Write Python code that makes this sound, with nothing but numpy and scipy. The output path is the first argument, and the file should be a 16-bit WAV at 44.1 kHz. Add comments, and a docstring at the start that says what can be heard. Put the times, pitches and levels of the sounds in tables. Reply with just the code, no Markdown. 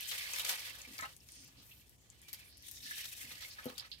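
"""Water patters onto potted plants, tossed twice from a plastic bucket in a small yard.
Drops hit leaves and soil, bubbles ring in the pots and lumps of water slap down; between the pours
the leaves drip and softly swish close to the microphone. To the left, water shifts in the bucket
and its wall is scraped; near the end it takes a hollow knock and the handle creaks.
A faint low rumble lies under it all."""
import sys
import numpy as np
from scipy import signal
from scipy.fft import rfft, irfft
from scipy.io import wavfile

SR = 44100
rng = np.random.default_rng(int(sys.argv[2]) if len(sys.argv) > 2 else 0)


def materialize(psi):
    """Save the field psi as 16-bit PCM at rate SR to the path in sys.argv[1].

    A 1-D psi becomes a single channel; in a 2-D psi each row is a channel.
    """
    bounded = np.clip(np.atleast_2d(psi).T, -1, 1)
    quanta = np.round(bounded * 32767).astype(np.int16)
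    wavfile.write(sys.argv[1], SR, quanta)


N = 176400
TIME = np.arange(N) / SR

# Water landing on the plants: first toss, run-off, second toss. Each row: time in seconds, then
# levels in dB of leaf patter, fine spray and soil splatter, before the trims in pour().
FIRST_POUR = [(0,-48,-57,-71),(.07,-48.5,-54.5,-76),(.105,-52,-49.5,-75),(.125,-46.5,-51.5,-58),(.2,-43,-48,-65.5),(.28,-49,-55,-66),(.39,-44,-46,-58),(.44,-48.5,-51,-59.5),(0.519,-40.5,-43.5,-50),(0.554,-48.5,-50.5,-61.5),(.65,-50,-55.5,-68.5),(.73,-54,-59.5,-67),(.8,-56.5,-63,-67),(.95,-59,-60.5,-75),(1.09,-60,-60,-66.5),(1.16,-71.5,-71,-88)]
RUN_OFF = [(1.25,-72,-69.5,-88),(1.4,-66.5,-67.5,-81),(1.6,-74.5,-72,-78),(1.8,-67,-70,-86.5),(1.98,-79,-77,-91),(2.08,-73,-78,-82),(2.2,-68,-74,-83),(2.38,-61.5,-62,-77.5),(2.5,-68.5,-78,-84),(2.601,-70,-74,-93)]
SECOND_POUR = [(2.659,-62,-61,-89),(2.8,-67,-60.5,-83),(2.86,-54,-55.5,-86),(2.97,-49.5,-50.5,-78),(3.05,-51,-59,-76),(3.1,-58.5,-54.5,-80.5),(3.2,-55.5,-55.5,-76),(3.32,-53.5,-57.5,-67.5),(3.39,-52,-58.5,-73.5),(3.44,-49,-61,-75),(3.47,-58.5,-59.5,-71),(3.53,-61,-64,-78),(3.7,-58.5,-66,-60),(3.76,-66,-65.5,-70.5),(3.83,-56,-79,-65),(3.89,-67,-70.5,-81),(4,-65,-73,-92)]
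# Those three layers as they reach the microphone. Each row: frequency in Hz, relative level in dB.
PATTER_SPECTRUM = [(600,-29),(1250,-30),(1700,0.5),(2100,-2),(2450,1.5),(3300,2.5),(4500,2),(5700,-2.5),(7500,-32),(14000,-36)]
SPRAY_SPECTRUM = [(3000,-32.5),(5500,1),(7200,-0.5),(9200,2),(10800,-2),(12700,1.5),(15500,-4),(18000,-63)]
SPLATTER_SPECTRUM = [(40,-38),(150,-12),(330,-12.5),(530,2),(780,1),(1050,3.5),(1350,1.5),(2000,-6.5),(4000,-15)]
PATTER_TRIM_DB, SPRAY_TRIM_DB, SPLATTER_TRIM_DB, FIZZ_TRIM_DB = -1, 3, 4, -2.5
FLUTTER_DB, SPRAY_FLUTTER_DB = 1.92, 2
BUBBLES_PER_S, BUBBLE_LOW_HZ, BUBBLE_OCTAVES, BUBBLE_SPREAD_DB = 480, 1718, 2.16, 9

def pour():
    """Dense drops hit leaves and soil and bubble in the pots; patter to the right, spray to the left."""
    times, *levels_db = np.transpose(FIRST_POUR + RUN_OFF + SECOND_POUR)
    flutter_db = FLUTTER_DB * drift(70)
    on_leaves, in_air, on_soil = [from_db(np.interp(TIME, times, db) + flutter_db) for db in levels_db]
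    drops = yard(impacts(per_s=7000, spread_db=3.5), wet_db=1)
    patter = from_db(PATTER_TRIM_DB) * colour(drops, PATTER_SPECTRUM)
    splatter = from_db(SPLATTER_TRIM_DB) * colour(drops, SPLATTER_SPECTRUM)
    droplets = yard(impacts(per_s=9000, spread_db=4.5), wet_db=-4)
    spray = from_db(SPRAY_TRIM_DB + SPRAY_FLUTTER_DB * drift(90)) * colour(droplets, SPRAY_SPECTRUM)
    births = [(when * N / SR, BUBBLE_LOW_HZ * 2 ** (BUBBLE_OCTAVES * pitch), BUBBLE_SPREAD_DB * size ** 2)
              for when, pitch, size in rng.random((int(BUBBLES_PER_S * N / SR), 3))]
    bubbling = yard(from_left(bubbles(births, cycles=36)), wet_db=-5)
    fizz = from_db(FIZZ_TRIM_DB) * rms_one(bubbling)
    return on_leaves * (patter + fizz) * pan(-5) + in_air * spray * pan(7) + on_soil * splatter


# Lumps of water on the nearest leaves, with little of the yard's echo.
# Each row: start in seconds, level in dB, decay time in seconds, left over right in dB.
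SLAP_HITS = [(0.112,-38,0.21,4),(0.181,-41,0.044,9),(0.36,-33,0.038,11),(.384,-34.5,0.053,2),(.396,-37,0.049,-2),(0.447,-30,0.046,1),(.487,-36,.04,0),(0.492,-27.5,0.07,-0.5),(.513,-38,.04,-1),(.524,-38,.035,0),(.85,-54,0.025,-7),(0.934,-50,0.049,2),(0.982,-44,0.04,10),(0.9885,-40,.022,-2),(1.007,-40.5,0.023,15),(1.286,-55.5,0.12,-5),(2.283,-46.5,0.094,-1),(2.33,-45,0.091,-10),(2.681,-46,0.04,-4),(2.715,-52,0.037,-4),(2.978,-37,0.032,2),(3.041,-41.5,0.074,12),(3.054,-36.5,0.032,1),(3.407,-47,0.1,0),(3.42,-48,0.063,4),(3.443,-47,0.034,-3.5)]
# Their bright splash. Each row: frequency in Hz, relative level in dB.
SLAP_SPECTRUM = [(40,-55),(150,-44),(500,-5.5),(1200,-3.5),(2000,7),(3400,8),(6000,5.5),(10000,0),(13000,5.5),(16000,-6)]

def slaps():
    """A lump of water bursts on a leaf into a short shower of impacts."""
    envelope = sum(from_db(db) * pan(side) * strike(s, t60, attack_s=0.001)
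                   for s, db, t60, side in SLAP_HITS)
    shower = colour(impacts(per_s=20000, spread_db=2.5), SLAP_SPECTRUM)
    return yard(envelope * shower, wet_db=-18.5)


# Single drops on leaves close to the microphone, mostly on its left.
# Each row: start in seconds, level in dB, left over right in dB, pitch of the leaf in Hz.
LEAF_TICKS = [(.008,-32.5,11,12400),(.1795,-36,2,3170),(0.3164,-44,11,3070),(.335,-26.5,6,6300),(.817,-37.5,3,6500),(.981,-34.5,2,4800),(1.010,-35,12,7450),(1.1651,-42,5,9500),(1.287,-43.5,6,6200),(1.32,-43,2,8800),(1.8943,-49,5,12100),(2.101,-45,7,7440),(2.2167,-45.5,14,9000),(2.3301,-32,10,12700),(2.3351,-34,5,12800),(2.3455,-41,0,4500),(2.571,-48,7,9600),(2.578,-48,4,11900),(2.624,-49,6,11900),(2.684,-40.5,14,8500),(2.687,-42,17,8650),(2.7128,-36,8,12500),(2.717,-41,8,11000),(2.981,-51,8,12000),(3.355,-41,8,4500),(3.436,-42,-4,3670),(3.644,-42,9,13000),(3.656,-37.5,11,12400)]
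# A sharp snap, heard in the handle too. Each row: frequency in Hz, relative level in dB.
SNAP_SPECTRUM = [(500,-21),(2000,-24),(5000,2.5),(8000,1),(11000,1.5),(13500,-1),(16000,-13)]
# Larger bubbles among the pots. Each row: start in seconds, pitch in Hz, level in dB.
PLOPS = [(.09,3120,-38),(.12,1860,-43),(.364,2240,-32.5),(.396,3730,-26),(.403,3120,-31),(.85,2290,-38),(.99,2200,-33),(.997,1730,-37),(1.022,1920,-34),(1.032,1300,-44),(1.04,808,-43.5),(1.052,2760,-38.5),(1.215,2700,-56),(1.716,2600,-49),(2.86,1750,-40),(2.885,1730,-48),(2.91,1695,-32.5),(2.965,1750,-44),(3.005,1850,-44),(3.13,2560,-43),(3.448,2187,-37),(3.585,1693,-38),(3.594,1670,-46),(3.684,4000,-40.5),(3.701,3070,-46),(3.754,3770,-46)]
LEAF_RING_CYCLES, SNAP_SHARE = 12.8, .55

def drips():
    """Near drops snap and briefly ring the leaf they hit; larger bubbles plop."""
    noise = rng.standard_normal((2, N))
    snap = SNAP_SHARE * colour(noise, SNAP_SPECTRUM)
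    ticks = 0
    for s, db, side, hz in LEAF_TICKS:
        leaf = rms_one(ring(noise, [(hz, 0, LEAF_RING_CYCLES / hz)]))
        ticks += from_db(db) * pan(side) * strike(s, t60=0.0076, attack_s=0.00027) * (leaf + snap)
    plops = from_left(bubbles(PLOPS, cycles=53))
    return yard(ticks, wet_db=-4.5) + yard(plops, wet_db=0.5)


# Knocks on the bucket, left of the microphone.
# Each row: start in seconds, strength of the push in dB, contact time in seconds.
KNOCKS = [(3.6575,-43,0.00079),(3.6654,-40,0.00091),(3.701,-52,0.00078),(3.724,-60,.0003)]
# Bumps and scrapes on its wall. Each row: start in seconds, length in seconds, level in dB.
SCRAPES = [(.988,.008,-42),(1.021,0.0085,-40),(1.03,.009,-44.5),(1.039,0.0084,-46),(1.051,0.006,-46),(3.414,0.035,-62),(3.582,0.025,-53),(3.841,.0074,-59),(3.864,.005,-63)]
# Its hollow body and plastic wall. Each row: frequency in Hz, gain in dB, decay time in seconds.
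BODY_MODES = [(156,-15,0.22),(242,-11,0.13),(258.5,3,0.076),(345,-4.5,0.06),(410,-6,0.052),(428,-2,0.063),(496,1.5,0.13),(521,-9,0.16),(634,-13,0.12),(775,-11,0.2),(845,-7,.15),(1270,4,0.16)]
WALL_MODES = [(660,-10,0.12),(808,-6,0.025),(1053,2.5,0.055),(1260,-11,0.057),(1310,13,0.029),(1503,4,0.068),(1734,1,0.052),(1940,2,0.011),(2060,2,0.035),(2490,-15.5,0.015),(2600,-16,0.016),(3695,6,0.02)]

def bucket():
    """A knock and its bounces ring the hollow body; scraping rings the wall."""
    push = sum(from_db(db) * np.diff(np.clip((TIME - s) / contact, 0, 1), prepend=0)
               for s, db, contact in KNOCKS)
    knock = from_left(ring(push, BODY_MODES)) * pan(2.6)
    rub = sum(from_db(db) * swell(s, length) for s, length, db in SCRAPES)
    slips = impacts(per_s=2000, spread_db=0.5)[0]
    scrape = ring(rub * slips, WALL_MODES) / np.std(ring(slips, WALL_MODES))
    return yard(knock, wet_db=-18) + yard(from_left(scrape), wet_db=0)


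# The handle, mostly right of the microphone. Each row: start in seconds, level in dB,
# decay time in seconds, left over right in dB, share of sharp snap from 0 to 1.
CREAKS = [(3.771,-48,0.024,-13,0),(3.7796,-40,0.038,7,1),(3.7955,-35.5,0.026,-20,0.18),(3.8055,-42,0.025,-5,0.3),(3.822,-58,0.072,-15,.05),(3.915,-38.5,0.034,-4,0.12),(3.92,-40,0.03,-6,0),(3.927,-49.5,0.17,-10,0)]
# Its narrow rasp. Each row: frequency in Hz, relative level in dB.
RASP_SPECTRUM = [(1000,-63),(2400,-13),(3150,2.5),(4200,5),(5100,1),(5900,-25),(10000,-49)]

def handle():
    """The handle slips in its sockets in short rasping bursts."""
    slips = impacts(per_s=5900, spread_db=3.5)
    rasp, snap = colour(slips, RASP_SPECTRUM), colour(slips, SNAP_SPECTRUM)
    creaks = sum(from_db(db) * pan(side) * strike(s, t60, attack_s=0.00065) * (rasp + share * snap)
                 for s, db, t60, side, share in CREAKS)
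    return yard(creaks, wet_db=-6.5)


# A pot under the second toss. Each row: frequency in Hz, gain in dB, decay time in seconds.
POT_MODES = [(1794,-22,0.052),(3740,-1,0.011),(5470,-6,0.0091)]

def pot():
    """The stream drums into a pot and rings its hollow."""
    drumming = rms_one(ring(impacts(per_s=2500, spread_db=7.0), POT_MODES))
    return from_db(-56) * swell(start_s=2.72, length_s=0.49) * drumming


# Soft swishes near the microphone, mostly between the tosses.
# Each row: start in seconds, length in seconds, level in dB, centre in Hz, width in octaves.
SWISHES = [(1.3,0.22,-59.5,5400,0.65),(1.3,0.15,-62.5,8900,0.18),(1.29,0.37,-71,2800,0.57),(1.568,0.085,-61,3840,1),(1.62,0.22,-63.5,13200,0.24),(1.97,0.17,-74,6800,0.36),(2.226,0.29,-67.5,2340,0.078),(2.438,0.093,-63,10700,0.63),(2.63,0.093,-59.5,3660,0.38),(3.5,0.057,-53,4700,0.5),(2.745,0.054,-55.5,5700,0.56),(2.825,0.08,-51,4600,0.56),(1.71,0.026,-59.5,2970,0.42),(1.2,0.013,-64,5300,0.35),(0.09,0.054,-44.5,3500,0.66)]

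def swishes():
    """Water slides over leaves and plastic with a faint grainy hiss."""
    out = 0
    for s, length, db, hz, octaves in SWISHES:
        half_band = 2 ** (octaves / 2)
        edges_hz = np.minimum([hz / half_band, hz * half_band], [SR / 2 - 2000, SR / 2 - 1000])
        band = signal.butter(2, edges_hz, "band", fs=SR, output="sos")
        hiss = signal.sosfilt(band, impacts(per_s=4000, spread_db=-1.0))
        out += from_db(db) * swell(s, length) * rms_one(hiss)
    return out


def slide(start_s=2.48, length_s=0.28, from_hz=4000, to_hz=6900, width_hz=1500):
    """A narrow hiss glides upward as the water runs to the lip of the bucket."""
    centre_hz = np.interp(TIME, [start_s, start_s + length_s], [from_hz, to_hz])
    lowpass = signal.butter(2, width_hz / 2, fs=SR, output="sos")
    grain = signal.sosfilt(lowpass, rng.standard_normal((2, N)))
    hiss = rms_one(grain * np.sin(2 * np.pi * np.cumsum(centre_hz) / SR))
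    return from_db(-64) * swell(start_s, length_s) * hiss


# Water inside the bucket, off to the left. Each row: start in seconds, length in seconds, level in dB.
SLOSHES = [(0.875,0.071,-59),(0.99,0.071,-63),(1.365,0.15,-67),(1.566,0.08,-64.5),(2.792,0.14,-69.5),(3.228,0.14,-65.5)]
# Its dull tone. Each row: frequency in Hz, relative level in dB.
SLOSH_SPECTRUM = [(60,-13),(130,-0.5),(190,-6),(255,0),(305,-2),(370,-24),(480,-14),(700,-24),(3000,-60)]

def sloshes():
    """Water shifts in the bucket in low swells."""
    envelope = sum(from_db(db) * swell(s, length) for s, length, db in SLOSHES)
    return from_left(envelope * colour(rng.standard_normal(N), SLOSH_SPECTRUM))


# The yard's background, all around the microphone. Each row: frequency in Hz, relative level in dB.
RUMBLE_SPECTRUM = [(15,-51),(25,-28),(40,-15),(62,1.5),(80,-3),(120,-3.5),(190,-13.5),(290,-14.5),(450,-21),(800,-26.5),(2000,-42.5),(9000,-33),(16000,-55)]

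def rumble():
    """A faint, steady outdoor rumble, nearly alike on both sides."""
    air = rng.standard_normal(N) + 0.63 * rng.standard_normal((2, N))
    return from_db(-66.5) * colour(air, RUMBLE_SPECTRUM)


YARD_T60_S, SIDE_LAG_S = 0.09, .00032

def yard(x, wet_db):
    """Short scattered echoes come back from the fence, pots and ground."""
    t = TIME[:SR // 3]
    tail = rng.standard_normal((2, len(t))) * np.exp(-np.log(1000) * t / YARD_T60_S) * (t > .002)
    tail *= from_db(wet_db) / np.sqrt(np.sum(tail ** 2, axis=1, keepdims=True))
    return x + signal.fftconvolve(x, tail, axes=1)[:, :N]


def from_left(x):
    """Sound from the left reaches the right side of the microphone later."""
    return np.array([x, np.interp(TIME - SIDE_LAG_S, TIME, x)])


def bubbles(rows, cycles, rise=0.028, attack_s=0.00069):
    """Each bubble (seconds, Hz, dB) dies away over the given cycles, rising slightly in pitch."""
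    out = np.zeros(N + SR)
    for s, hz, db in rows:
        life = cycles / hz
        t, start = TIME[:int(life * SR)], int(s * SR)
        tone = np.sin(2 * np.pi * hz * t * (1 + rise * t / life))
        envelope = np.exp(-np.log(1000) * t / life) * (1 - np.exp(-t / attack_s))
        out[start:start + len(t)] += from_db(db) * tone * envelope
    return out[:N]


def impacts(per_s, spread_db):
    """Random tiny impacts, each with its own size and direction; stereo, rms 1."""
    when, weight, polarity, bearing, balance = rng.random((int(per_s * N / SR), 5)).T
    size = from_db(spread_db * np.minimum(-np.log(1 - weight), 3.5)) * np.sign(polarity - .5)
    at, lag = when * N, SIDE_LAG_S * SR * (4 * bearing - 1)
    angle = np.pi / 2 * (.2 + .6 * balance)
    left = np.bincount(at.astype(int) % N, size * np.cos(angle), N)
    right = np.bincount((at + lag).astype(int) % N, size * np.sin(angle), N)
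    return rms_one(np.array([left, right]))


def ring(x, modes):
    """Drive a set of decaying modes; none passes the deep bass."""
    drive = x + 1e-15 * (-1.) ** (np.arange(N) // 2)  # inaudible; keeps the tails from underflowing
    out = 0
    for hz, db, t60 in modes:
        r, w = np.exp(-np.log(1000) / (t60 * SR)), 2 * np.pi * hz / SR
        out += from_db(db) * signal.lfilter([.5, 0, -.5], [1, -2 * r * np.cos(w), r * r], drive)
    return out


def colour(x, spectrum):
    """Give a steady sound a spectrum; rms 1."""
    hz, db = np.transpose(spectrum)
    bin_hz = np.maximum(np.arange(N // 2 + 1) * SR / N, 1)
    gain = from_db(np.interp(np.log(bin_hz), np.log(hz), db))
    return rms_one(irfft(rfft(x) * gain, N))


def strike(start_s, t60, attack_s):
    """Envelope of a quick rise and an exponential fall, 60 dB in t60 seconds."""
    out, span = np.zeros(N), (TIME > start_s) & (TIME < start_s + 2 * t60)
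    age = TIME[span] - start_s
    out[span] = (1 - np.exp(-age / attack_s)) * np.exp(-np.log(1000) * age / t60)
    return out


def swell(start_s, length_s):
    """Envelope of a stroke that rises early and eases off."""
    progress = np.clip((TIME - start_s) / length_s, 0, 1)
    return np.sqrt(np.abs(np.sin(np.pi * progress ** 0.64)))


def drift(per_s):
    """Random wander with a spread near 1."""
    count = int(N / SR * per_s) + 3
    return np.interp(TIME * per_s, np.arange(count), rng.standard_normal(count))


def pan(db):
    """Left and right gains for a level difference; positive is left."""
    return rms_one(from_db([[db / 2], [-db / 2]]))


def from_db(db):
    """Decibels to gain."""
    return 10 ** (np.asarray(db) / 20)


def rms_one(x):
    """Scale to an rms of 1."""
    return x / np.sqrt(np.mean(x ** 2) + 1e-20)


def scene():
    """Water, bucket and background, heard from one spot in the yard."""
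    water = pour() + pot() + slaps() + drips() + swishes() + slide() + sloshes()
    return water + bucket() + handle() + rumble()


def record(dry, cutoff_hz=16300):
    """The microphone signal loses its highest treble in a steep cut."""
    return signal.sosfilt(signal.ellip(10, .3, 75, cutoff_hz, fs=SR, output="sos"), dry)


dry = scene()
out = record(dry)
materialize(out)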